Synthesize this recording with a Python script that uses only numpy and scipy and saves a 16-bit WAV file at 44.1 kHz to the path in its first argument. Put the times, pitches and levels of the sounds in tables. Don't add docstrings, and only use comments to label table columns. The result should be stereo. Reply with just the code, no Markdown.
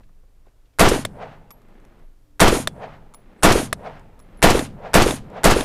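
import sys
import numpy as np
from scipy import signal
from scipy.fft import rfft, irfft
from scipy.io import wavfile
from scipy.ndimage import uniform_filter1d, minimum_filter1d

SR = 44100
rng = np.random.default_rng(int(sys.argv[2]) if len(sys.argv) > 2 else 0)


def convert_level_to_amplitude(level_db):
    exponent = np.asarray(level_db, float) / 20
    return 10 ** exponent


def unload_wav(signal):
    wavfile.write(
        sys.argv[1],
        SR,
        np.round(np.clip(np.atleast_2d(signal).T, -1, 1) * 32767).astype(np.int16),
    )


N = 249120

# start_s, blast_db, bolt_closes_after_s, capsule_swing_s, sizzle_db
SHOTS = [
    (0.787, -0.66, .100, 0.057, 2),
    (2.3960, -0.84, 0.083, 0.049, 7),
    (3.4256, -0.65, 0.096, 0.05, 6),
    (4.4200, -0.6, 0.081, 0.053, 2),
    (4.9339, -1.05, .085, 0.042, 5.5),
    (5.4344, -1.54, 0.072, 0.03, 2.5),
]


def rifle():
    layers = [near_boom(), near_crack(), muzzle(), hill_boom(), hill_crack(), pit(), slopes(), hollow()]
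    out, thuds = np.zeros(N), faces()
    for k, (s, blast_db, bolt_s, swing_s, sizzle_db) in enumerate(SHOTS):
        for sound in [layer[k] for layer in layers] + [thuds, convert_level_to_amplitude(sizzle_db) * sizzle()]:
            add(out, convert_level_to_amplitude(blast_db) * dulled(sound), s)
        add(out, hammer(), s)
        add(out, convert_level_to_amplitude(-7.5) * burst(.003, .01, 7000, 10500), s + .0075)
        add(out, convert_level_to_amplitude(-11.5) * burst(.0014, .13, 6000, 12000), s + .0145)
        add(out, convert_level_to_amplitude(-15) * burst(.0042, .074, 4000, 10000), s + bolt_s)
        add(out, membrane(.012, level_db=-14, turns=.62), s + .009)
        add(out, membrane(swing_s, level_db=-6.5, turns=1.52), s + .0335)
    return out


def hammer():
    out = np.zeros(SR // 2)
    add(out, convert_level_to_amplitude(-23) * burst(.0011, .0083, 900, 12000), 0)
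    add(out, convert_level_to_amplitude(-16) * struck([(1490, .5, .011), (900, -12.5, .03)], [.0002], spread_db=1), 0)
    return out


# after_shot_s, holds_until_after_s, boom_db, crack_db, fade_db_per_s
NEAR = [(.0056, 0.0072, -11.5, -15, 5000), (.0148, .0102, -5, -13, 237.5), (.05, 0.043, -11.5, -18.5, 380),
        (.1, 0.058, -21.5, -28, 240.5), (.2, .04, -45, -43, 450), (.3, .3, -51, -99, 200)]
# pitch_hz, level_db (per Hz)
BOOM = [(40, -11), (110, -4), (215, -8), (270, -3), (640, -7), (1000, -9.5), (1800, -19), (4000, -45)]


def near_boom():
    return returns(NEAR, SR * 3 // 5, 2, BOOM, fresh=.072, uneven_db=1.5,
                   rise_db_per_s=4300.5, late_s=.0055)


# pitch_hz, level_db (per Hz)
CRACK = [(600, -17.5), (1500, 1.5), (3000, 0), (5500, -6.5), (9000, -14), (12500, -22), (16000, -31)]


def near_crack():
    return returns(NEAR, SR * 3 // 5, 3, CRACK, fresh=.78, uneven_db=5, rise_db_per_s=35000)


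# after_shot_s, holds_until_after_s, level_db, fade_db_per_s
MUZZLE = [
    (.006, .004, -14.5, 1500),
    (.0148, 0.019, -15.5, 297.5),
]
# pitch_hz, level_db (per Hz)
MUZZLE_TONE = [(300, -29), (550, -3), (850, -1), (1300, -2.5), (1900, -7.5), (3000, -29)]


def muzzle():
    return returns(MUZZLE, SR // 4, 2, MUZZLE_TONE, fresh=.34, uneven_db=2.5, rise_db_per_s=19998.5)


# after_shot_s, peak_db, pitch_hz, t60_s
FACES = [(.042, -5, 275, .045), (0.124, -18, 46.1, 0.14), (0.1285, -3, 513, 0.014),
         (0.1319, 2, 396, 0.0086), (.1345, -1.5, 426, .009), (0.1736, -11, 300, 0.037),
         (.191, -21.5, 614, 0.0463), (0.205, -15.5, 245.8, 0.047), (.262, -31.5, 103.4, 0.1),
         (.368, -34.5, 613, 0.04), (.3685, -47, 950, 0.022), (.383, -34, 535, 0.036)]


def faces():
    out = np.zeros(SR // 2)
    for s, peak_db, hz, t60 in FACES:
        add(out, -convert_level_to_amplitude(peak_db) * ring(np.eye(1, SR // 8)[0], hz, t60), s)
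    return out


# after_shot_s, holds_until_after_s, level_db, fade_db_per_s
SIZZLE = [(.128, .03, -35, 110)]
# pitch_hz, width_hz, level_db
SIZZLE_PEAKS = [(6860, 580, 1.5), (8700, 350, -1.5), (10000, 960, -1), (13000, 2500, -14)]


def sizzle():
    t = np.arange(SR // 3) / SR
    noise = coloured(rng.standard_normal(len(t)), [(2000, 1.5), (6000, -5), (11000, 3), (16000, -17.5)])
    peaks = sum(convert_level_to_amplitude(level_db) * rms_one(ring(noise, hz, 1.2 / width)) for hz, width, level_db in SIZZLE_PEAKS)
    level_db = arrivals(t, SIZZLE, column=2, rise_db_per_s=500)
    stop_db = 580 * np.maximum(t - .23, 0)
    return rms_one(peaks) * convert_level_to_amplitude(level_db - stop_db)


def membrane(swing_s, level_db, turns):
    t = np.arange(SR // 2) / SR
    swing = np.sin(2 * np.pi * turns * (1 - np.exp(-t / swing_s)))
    return convert_level_to_amplitude(level_db) * np.tanh(1.8 * swing) * np.exp(-t / .065)


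# after_shot_s, holds_until_after_s, boom_db, crack_db, fade_db_per_s
HILL = [
    (.376, .002, -48, -57, 300),
    (.438, 0.0093, -31.5, -40, 281),
    (.475, 0.078, -48, -50, 250),
    (.6, 0.011, -55.5, -62.5, 23),
]
# pitch_hz, level_db (per Hz)
HILL_TONE = [(150, -34), (350, -15), (420, 3.5), (780, 5), (930, 3.5), (1150, -9.5), (2000, -24.5),
             (4000, -74)]


def hill_boom():
    return returns(HILL, SR * 4 // 5, 2, HILL_TONE, fresh=.06, uneven_db=4.5, rise_db_per_s=240)


# pitch_hz, level_db (per Hz)
HILL_CRACK = [(500, -26), (1200, 7.5), (2500, -1.5), (4500, -14), (7000, -24.5), (10000, -37), (14000, -57)]


def hill_crack():
    return returns(HILL, SR * 4 // 5, 3, HILL_CRACK, fresh=1, uneven_db=3,
                   rise_db_per_s=404, loss_db_per_s=47)


# after_shot_s, holds_until_after_s, level_db, fade_db_per_s
PIT = [(.22, .005, -34, 45), (.85, 0.092, -65.5, 16)]
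# pitch_hz, level_db (per Hz)
RUMBLE_TONE = [(40, -9.5), (90, -1), (150, 0.5), (230, -3.5), (350, -17), (700, -20.5), (2000, -63)]


def pit():
    return returns(PIT, SR * 8 // 5, 2, RUMBLE_TONE, fresh=.1, uneven_db=1.5, rise_db_per_s=349)


# after_shot_s, holds_until_after_s, level_db, fade_db_per_s
SLOPES = [(.35, 0.46, -60, 30), (.92, 0.28, -53, 110)]
# pitch_hz, level_db (per Hz)
SLOPE_TONE = [(60, -12), (130, -5), (230, -0.5), (500, -7), (1000, -13.5), (2200, -21), (4000, -32),
              (8000, -57)]


def slopes():
    sounds = returns(SLOPES, SR * 8 // 5, 2, SLOPE_TONE, fresh=.23, uneven_db=5, rise_db_per_s=43.5)
    return [convert_level_to_amplitude(2 * k) * sound for k, sound in enumerate(sounds)]


# after_shot_s, holds_until_after_s, level_db, fade_db_per_s
HOLLOW = [(1.38, .14, -64.5, 55)]
# pitch_hz, level_db (per Hz)
HOLLOW_TONE = [(245, -28.5), (270, -1.5), (280, -12.5), (294, 16), (315, -37.5)]


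def hollow():
    return returns(HOLLOW, SR * 81 // 50, 2, HOLLOW_TONE, fresh=.1, uneven_db=6, rise_db_per_s=57.5)


# start_s, peak_db
RESETS = [(1.0500, -8), (2.673, -7), (3.7274, -7), (4.5914, -12), (5.1067, -12), (5.6072, -14)]
# pitch_hz, level_db, t60_s
RECEIVER = [(110, -27, 0.026), (1250, -9, 0.02), (1652, 0.5, 0.007), (2130, -2, 0.01), (2600, -9.5, 0.013),
            (3550, 2, 0.0069), (7600, -8.5, 0.012), (10080, -10, 0.011)]
# pitch_hz, level_db, t60_s
HOUSING_RING = [(1292, -45, .14), (3413, -37, .16), (9350, -38, .15)]


def trigger():
    out = np.zeros(N)
    for s, peak_db in RESETS:
        clack = struck(RECEIVER + HOUSING_RING, [0, .0007, .0017, .0028], spread_db=4.5)
        stock = struck([(628, 0, .016)], [0], spread_db=.3)
        add(out, convert_level_to_amplitude(peak_db - 13) * clack, s + .00064)
        add(out, convert_level_to_amplitude(peak_db - 8.5) * stock, s + .00339)
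        add(out, convert_level_to_amplitude(peak_db - 7.5) * burst(.0014, .005, 1200, 10800), s + .0008)
        add(out, convert_level_to_amplitude(peak_db - 22) * burst(.001, .006, 8000, 8600), s + .0076)
        add(out, convert_level_to_amplitude(peak_db - 29) * burst(.0071, .041, 400, 6800), s + .004)
        add(out, convert_level_to_amplitude(peak_db - 59) * burst(.12, .35, 7500, 10800), s + .004)
    return out


# start_s, knock_db, ring_db, pitch_hz
CASES = [(1.506, -36, -45.5, 11430), (1.512, -37, -64, 11450), (2.03, -66, -73, 11550),
         (3.1383, -40.5, -47, 10470), (3.1452, -34.5, -61, 14700), (3.148, -70, -57, 15220),
         (3.995, -47.5, -73.5, 8300), (4.192, -45, -53, 10770), (4.2, -45, -67.5, 15200),
         (4.372, -56, -54.5, 10820), (5.301, -48.5, -75, 7600), (5.33, -65, -72, 10560)]
# start_s, knock_db
SKIPS = [(1.618, -55), (1.685, -57), (1.742, -60.5), (1.8, -55), (1.85, -48), (1.993, -56)]
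# pitch_hz, level_db, t60_s
STONE = [(1210, 3, 0.0091), (2220, -3.5, 0.0062), (3580, 0.5, 0.0027), (5300, -6, .006), (7200, -2, .007),
         (10000, -11, .008)]


def brass():
    out, tap = np.zeros(N), np.eye(1, SR // 2)[0]
    t = np.arange(len(tap)) / SR
    skips = [(s, knock_db, -79, CASES[0][-1]) for s, knock_db in SKIPS]
    for s, knock_db, ring_db, hz in CASES + skips:
        add(out, convert_level_to_amplitude(knock_db - 9) * struck(STONE, [0, .0009], spread_db=2), s)
        add(out, convert_level_to_amplitude(knock_db - 6.5) * burst(.0014, .02, 500, 10000), s)
        tumble = convert_level_to_amplitude(4 * np.sin(2 * np.pi * (17 * t + rng.random())))
        beating = ring(tap, hz, .16) + .5 * ring(tap, hz + 60, .16)
        add(out, convert_level_to_amplitude(ring_db) * tumble * beating, s + .001)
    return out


# start_s, end_s, pitch_hz, end_pitch_hz, level_db
SPIN = (3.36, 3.5, 7897.5, 8397.5, -52.5)


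def whistle():
    s, end_s, hz, end_hz, level_db = SPIN
    part = np.linspace(0, 1, int((end_s - s) * SR))
    waver = uniform_filter1d(rng.standard_normal(len(part)), size=200)
    phase = 2 * np.pi * np.cumsum(hz + (end_hz - hz) * part + 600 * waver) / SR
    tone = np.sin(phase) + convert_level_to_amplitude(-3) * np.sin(1.295 * phase)
    out = np.zeros(N)
    add(out, convert_level_to_amplitude(level_db) * part ** 1.5 * tone, s)
    return out


# start_s, peak_db, low_hz, high_hz
RUSTLES = [(.004, -48.5, 150, 900), (.033, -58, 150, 3000), (.09, -54, 200, 900), (.235, -58, 200, 700),
           (.455, -62, 700, 1300), (0.464, -64, 150, 2800), (0.467, -47.5, 120, 597),
           (.481, -60, 150, 2800), (.655, -64, 2000, 4000), (.735, -62, 201, 3300)]


def rustles():
    out = np.zeros(N)
    for s, peak_db, low_hz, high_hz in RUSTLES:
        add(out, convert_level_to_amplitude(peak_db) * burst(.0053, .05, low_hz, high_hz), s)
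    return out


# start_s, peak_db
GUSTS = [(0, -38.5), (.35, -44.5), (1.1, -40.5), (1.95, -43), (2.45, -42), (3.3, -45), (4.3, -34),
         (5.3, -39)]
# pitch_hz, level_db (per Hz)
AIR = [(12, -23.5), (20, 3.5), (81, -26.5), (127, -22.5), (163, -47), (285, -31.5), (3630, -57),
       (16000, -62.5)]


def outdoors():
    lumps = signal.lfilter([1], [1, -1.9976, .9976015], rng.standard_normal(N + SR))[SR:]
    rows = [(s, 0, peak_db, 42) for s, peak_db in GUSTS]
    gust_db = arrivals(np.arange(N) / SR, rows, column=2, rise_db_per_s=35.5)
    rumble = coloured(rng.standard_normal(N), [(12, -4.5), (28, 1), (70, -12), (200, -20.5), (500, -61.5)])
    wind = convert_level_to_amplitude(gust_db - 10 + rms_one(lumps)) * rumble
    return wind + convert_level_to_amplitude(-48.5) * coloured(rng.standard_normal(N), AIR)


# pitch_hz, level_db (per Hz)
MISMATCH = [(150, -14), (500, -7), (1200, -17), (2500, -10), (5000, -3), (9000, 4), (12000, -1.5),
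            (14000, -29)]


def channel_difference(loud):
    treble = signal.sosfilt(signal.butter(2, 3000, "high", fs=SR, output="sos"), loud)
    follow = np.sqrt(np.abs(uniform_filter1d(treble ** 2, size=1400)))
    follow = minimum_filter1d(follow, size=1600, origin=700)
    noise = coloured(rng.standard_normal(N), MISMATCH) * np.maximum(follow - .004, 0)
    cells = signal.stft(noise, nperseg=2048)[2]
    patches = np.repeat(rng.random((33, cells.shape[1])) < .45, 32, axis=0)[:len(cells)]
    return convert_level_to_amplitude(-17) * signal.istft(cells * patches, nperseg=2048)[1][:N]


def returns(rows, count, column, spectrum, fresh, uneven_db, **swell):
    shape = convert_level_to_amplitude(arrivals(np.arange(count) / SR, rows, column, **swell))
    lasting = scatterers(count, uneven_db)
    sounds = []
    for shot in SHOTS:
        mix = np.sqrt(1 - fresh) * lasting + np.sqrt(fresh) * scatterers(count, uneven_db)
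        sounds.append(shape * coloured(mix, spectrum))
    return sounds


def scatterers(size, uneven_db):
    return rng.standard_normal(size) * convert_level_to_amplitude(uneven_db * np.minimum(rng.exponential(1, size), 5))


def arrivals(t, rows, column, rise_db_per_s, late_s=0, loss_db_per_s=0):
    levels = []
    for row in rows:
        s, end_s = row[0] + late_s, row[0] + max(row[1], late_s)
        fade = (row[-1] + loss_db_per_s) * np.maximum(t - end_s, 0)
        levels.append(row[column] - rise_db_per_s * np.maximum(s - t, 0) - fade)
    return np.max(levels, axis=0)


def dulled(x):
    low = signal.sosfiltfilt(signal.cheby2(10, 30, 15500, fs=SR, output="sos"), x)
    share = np.clip((np.arange(len(x)) / SR - .05) / .08, 0, 1)
    return x + share * (low - x)


def struck(modes, taps_s, spread_db):
    out = 0
    for hz, level_db, t60 in modes:
        clicks = np.zeros(SR // 4)
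        strength_db = level_db + spread_db * rng.standard_normal(len(taps_s))
        clicks[(np.array(taps_s) * SR).astype(int)] = -convert_level_to_amplitude(strength_db)
        out = out + ring(clicks, hz, t60)
    return out


def ring(clicks, hz, t60):
    r, w = convert_level_to_amplitude(-60 / (t60 * SR)), 2 * np.pi * hz / SR
    return signal.lfilter([0, np.sin(w)], [1, -2 * r * np.cos(w), r * r], clicks + 1e-18)


def burst(length_s, t60, low_hz, high_hz):
    t = np.arange(SR // 3) / SR
    band = signal.butter(2, [low_hz, min(high_hz, SR * .45)], "band", fs=SR, output="sos")
    noise = rms_one(signal.sosfilt(band, rng.standard_normal(len(t))))
    return .53 * noise * convert_level_to_amplitude(-60 * np.maximum(t - length_s, 0) / t60)


def coloured(x, spectrum):
    hz, level_db = np.transpose(spectrum)
    bins = np.fft.rfftfreq(len(x), 1 / SR) + 1
    gain = convert_level_to_amplitude(np.interp(np.log(bins), np.log(hz), level_db))
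    return rms_one(irfft(rfft(x) * gain, len(x)))


def rms_one(x):
    return x / np.sqrt(np.mean(x ** 2) + 1e-20)


def add(out, sound, s):
    i = int(round(s * SR))
    out[i:i + len(sound)] += sound[:len(out) - i]


def scene():
    return np.tile(rifle() + trigger() + brass() + whistle() + rustles() + outdoors(), (2, 1))


def top_cut(x):
    return signal.sosfilt(signal.butter(12, 16650, fs=SR, output="sos"), x)


def record(dry):
    loud = np.tanh(dry / 1.065)
    hiss = coloured(rng.standard_normal(2 * N), [(100, 5.5), (2000, 1.5), (16000, -5.5)]).reshape(2, N)
    mixed = loud + channel_difference(loud[0]) * [[1], [-1]] + convert_level_to_amplitude(-71) * hiss
    top = signal.cheby2(10, 50, 15900 * 1.025, fs=SR, output="sos")
    return top_cut(signal.sosfilt(top, mixed))


dry = scene()
out = record(dry)
unload_wav(out)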